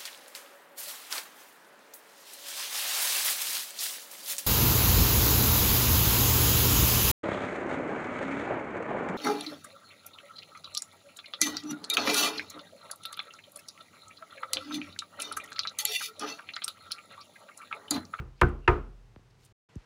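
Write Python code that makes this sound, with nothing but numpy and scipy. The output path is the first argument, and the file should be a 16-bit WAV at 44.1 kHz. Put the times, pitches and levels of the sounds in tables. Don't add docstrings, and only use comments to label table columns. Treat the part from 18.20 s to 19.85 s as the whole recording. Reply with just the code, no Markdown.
import sys
import numpy as np
from scipy import signal
from scipy.fft import rfft, irfft
from scipy.io import wavfile
from scipy.ndimage import uniform_filter1d

SR = 44100
rng = np.random.default_rng(int(sys.argv[2]) if len(sys.argv) > 2 else 0)


def master(y):
    cut = np.clip(np.atleast_2d(y).T, -1, 1)
    pcm = np.round(cut * 32767)
    wavfile.write(sys.argv[1], SR, pcm.astype(np.int16))


N = 72765

# start in seconds, overall level in dB, then relative to it boom in dB and
# dense ring in dB, slap centre in Hz, slap in dB, crack in dB.
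BLOWS = [(-.045, -30, 2, 0, 1500, -12, -40), (.2135, -18.5, 1.5, 2.5, 1460, 11, -16),
         (0.4766, -16, -7.5, 3, 2086, 5.5, -49.5)]
# delay in ms, level in dB, contact length in ms.
CONTACTS = [
    [(0, 4, 1), (15.5, -7, 0.91)],
    [(0, -8, 0.13), (1.8, 1, 0.42), (5.5, -0.5, .7), (16, -3, 0.7)],
    [(0, -0.5, 0.39), (2.2, 5.5, 0.51), (5.1, -7, .6), (15.5, -7, 0.57)],
]
# frequency in Hz, level in dB, t60 in seconds.
DOOR_BOOM = [(42.12, -10, 0.94), (50.4, -15, 0.35), (70, -3, .35), (101.3, 4.5, .2), (125, 5, 0.17),
             (133, -10, 0.48), (172, -5, .2), (221, -9, 0.3)]
# frequency in Hz, t60 in seconds, level in dB when struck at the
# first spot, level in dB at the second.
PANEL_MODES = [(296.3, .3, -12, -21.5), (353.5, 0.26, -1.5, -9.5), (364.4, 0.19, -3, -4.5),
               (414.2, .3, -8, -10.5), (467.6, 0.21, -9.5, -10.5), (697, .16, -9.5, -12.5),
               (734.7, .15, -18, -9), (818.5, 0.11, -21, -12.5), (928, 0.098, -18, -7),
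               (942, 0.17, -13, -6), (1035, 0.13, -10.5, -6), (1148, 0.16, -5, -12), (1227, 0.18, -6.5, -1),
               (1305, 0.17, -8.5, -8), (1475, .18, -1.5, -15), (1535, 0.13, -2.5, -13),
               (1565, .12, -11, -9.5), (2017, 0.031, -13.5, -7.5), (2338, .09, -6.5, -10.5),
               (2800, 0.12, -20.5, -15)]
# band centre in Hz, width in Hz, level in dB, t60 in seconds.
DENSE_RING = [(147, 220, -21, 0.48), (356, 290, -19, .45), (790, 350, -22, 0.34), (1060, 230, -22.5, .35),
              (1315, 450, -17.5, 0.33), (1990, 830, -25, .25), (2620, 700, -32.5, 0.33),
              (4000, 4800, -43.5, .25), (15000, 6000, -60.5, 0.45)]
# start in seconds, level in dB, rise in ms, release in ms.
PHONE_TAPS = [(0.961, -34, 0.27, 4.), (.9905, -41, 1.1, 1.5), (1.5555, -18, 2.93, 7.3)]
# middle in seconds, # length in
# seconds, level in dB before its swell, centre in Hz, width in Hz.
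RUSTLES = [(0.2, 0.054, -66.5, 2540, 900), (.19, 0.091, -72, 4400, 1500),
           (.44, 0.074, -68, 2748, 270), (0.29, 0.023, -67.5, 8200, 4000),
           (1.5565, 0.0065, -61, 6650, 4000), (1.15, .02, -81, 4200, 1900),
           (1.109, 0.019, -73, 4950, 2480), (1.242, 0.18, -69.5, 3480, 5940),
           (1.255, .03, -63.5, 8500, 5000)]
# frequency in Hz, relative density in dB per Hz.
AIR_TONE = [(18, -29), (30, 6), (86, -10.5), (461, -11.5), (600, -17), (822, -16), (2230, -22),
            (6050, -29.5), (16000, -45.5)]
STRUCK_SPOTS = (0, 0, 1)
SLAP_SHARES = (.7, 0.68, 0.8)

WASH_DB, WASH_T60_S = (-38.5, -46, -60), 0.28
SLAP_T60_S = .035
CRACK_HZ, CRACK_T60_S = 9000, 0.012
THUD_DB, THUD_RISE_MS, THUD_RELEASE_MS = 4, 1.2, 3.
TAP_CUT_HZ = 78
AIR_DB = -65
HUM_HZ, HUM_WIDTH_HZ, HUM_DB = 116.5, 48, -63
SILENT_S = (1.327, 1.488)
FADE_S = .004
AIR_AFTER_DB, BASS_AFTER_HZ, DULL_AFTER_HZ = 5, 323, 8000
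LOW_CUT_HZ, TOP_HZ = 31, 16000
LAG_LOW_HZ, LAG_STEP = 62.8, 1.37
HEADROOM = .7
PRE = SR // 10


def undb(db):
    return 10 ** (np.asarray(db) / 20)


def band(n, hz, width_hz):
    f = np.fft.rfftfreq(n, 1 / SR)
    detune = (f * f - hz * hz) / (f * width_hz + 1)
    x = irfft(rfft(rng.standard_normal(n)) / (1 + detune ** 2), n)
    return x / x.std()


def fall(t, t60):
    return np.exp(-np.log(1000) * t / t60)


def push(ms):
    progress = np.clip(np.arange(200) / SR * 1000 / ms, 0, 1)
    force = np.sin(np.pi * progress) ** 2
    return force / force.sum()


def add(out, x, start_s):
    i = int(start_s * SR) + PRE
    out[i:i + len(x)] += x[:len(out) - i]


def modes(table, t):
    return sum(undb(db) * fall(t, t60) * np.sin(2 * np.pi * hz * t) for hz, db, t60 in table)


def pressure_step(db, rise_ms, release_ms):
    t_ms = np.arange(SR // 10) / SR * 1000
    force = np.pad(push(rise_ms), (0, len(t_ms)))
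    step = np.cumsum(force)[:len(t_ms)]
    x = undb(db) * step * np.exp(-t_ms / release_ms)
    return signal.lfilter(*signal.butter(2, TAP_CUT_HZ, "high", fs=SR), x)


def dense_ring(t, ring_db):
    ring = sum(undb(db + ring_db) * fall(t, t60) * band(len(t), hz, width_hz)
               for hz, width_hz, db, t60 in DENSE_RING)
    return ring * (1 - np.exp(-t / .002))


def knock(spot, contacts, slap_share, wash_db, db, boom_db, ring_db, slap_hz, slap_db, crack_db):
    t = np.arange(SR) / SR
    panel = modes([(hz, spot_db[spot], t60) for hz, t60, *spot_db in PANEL_MODES], t)
    body = .5 * (undb(boom_db) * modes(DOOR_BOOM, t) + panel)
    out = dense_ring(t, ring_db)
    out += undb(wash_db) * band(SR, CRACK_HZ, 14000) * fall(t, WASH_T60_S)
    for lag_ms, contact_db, ms in contacts:
        k = int(lag_ms * SR / 1000)
        slap = undb(slap_db) * fall(t, SLAP_T60_S) * band(SR, slap_hz, slap_hz * slap_share)
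        struck = np.convolve(body + slap, push(ms))
        out[k:] += undb(contact_db) * struck[:SR - k]
    for lag_ms, *_ in contacts[:2]:
        k = int(lag_ms * SR / 1000)
        crack = undb(crack_db) * band(SR, CRACK_HZ, 9500) * fall(t, CRACK_T60_S)
        out[k:] += crack[:SR - k]
    out[:SR // 10] += pressure_step(THUD_DB + boom_db, THUD_RISE_MS, THUD_RELEASE_MS)
    return undb(db) * out


def air_and_hum(n):
    f = np.fft.rfftfreq(n, 1 / SR) + 1
    tone_hz, tone_db = np.array(AIR_TONE).T
    tone = undb(np.interp(np.log(f), np.log(tone_hz), tone_db))
    hush = irfft(rfft(rng.standard_normal(n)) * tone, n)
    hum = undb(HUM_DB) * band(n, HUM_HZ, HUM_WIDTH_HZ)
    full = undb(AIR_DB) * hush / hush.std() + hum
    thin = signal.lfilter(*signal.butter(1, [BASS_AFTER_HZ, DULL_AFTER_HZ], "band", fs=SR), full)
    swap = PRE + SILENT_S[1] * SR - SR // 20
    return np.where(np.arange(n) > swap, undb(AIR_AFTER_DB) * thin, full)


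def rustle(length_s, db, hz, width_hz):
    n = int(length_s * SR)
    wander = uniform_filter1d(rng.standard_normal(n), size=100) * 10
    grain = undb(3 * wander)
    return undb(db) * np.hanning(n) * grain * band(n, hz, width_hz)


def phone_lag(x):
    x = signal.sosfilt(signal.butter(4, LOW_CUT_HZ, "high", fs=SR, output="sos"), x)
    for hz in LAG_LOW_HZ * LAG_STEP ** np.arange(13):
        g = np.tan(np.pi * hz / SR)
        a = (g - 1) / (g + 1)
        x = signal.lfilter([a, 1], [1, a], x)
    return x


def scene():
    out = air_and_hum(N + PRE)
    for (start_s, *blow), *strike in zip(BLOWS, STRUCK_SPOTS, CONTACTS, SLAP_SHARES, WASH_DB):
        add(out, knock(*strike, *blow), start_s)
    for middle_s, length_s, *row in RUSTLES:
        add(out, rustle(length_s, *row), middle_s - length_s / 2)
    for start_s, *row in PHONE_TAPS:
        add(out, pressure_step(*row), start_s)
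    return phone_lag(out)[None, PRE:]


def record(dry):
    t = np.arange(N) / SR
    outside_s = np.maximum(SILENT_S[0] - t, t - SILENT_S[1])
    gate = np.clip(outside_s / FADE_S, 0, 1)
    rounded = HEADROOM * np.tanh(dry / HEADROOM)
    top_cut = signal.ellip(10, .2, 80, TOP_HZ, fs=SR, output="sos")
    return signal.sosfilt(top_cut, rounded * gate)


dry = scene()
out = record(dry)
master(out)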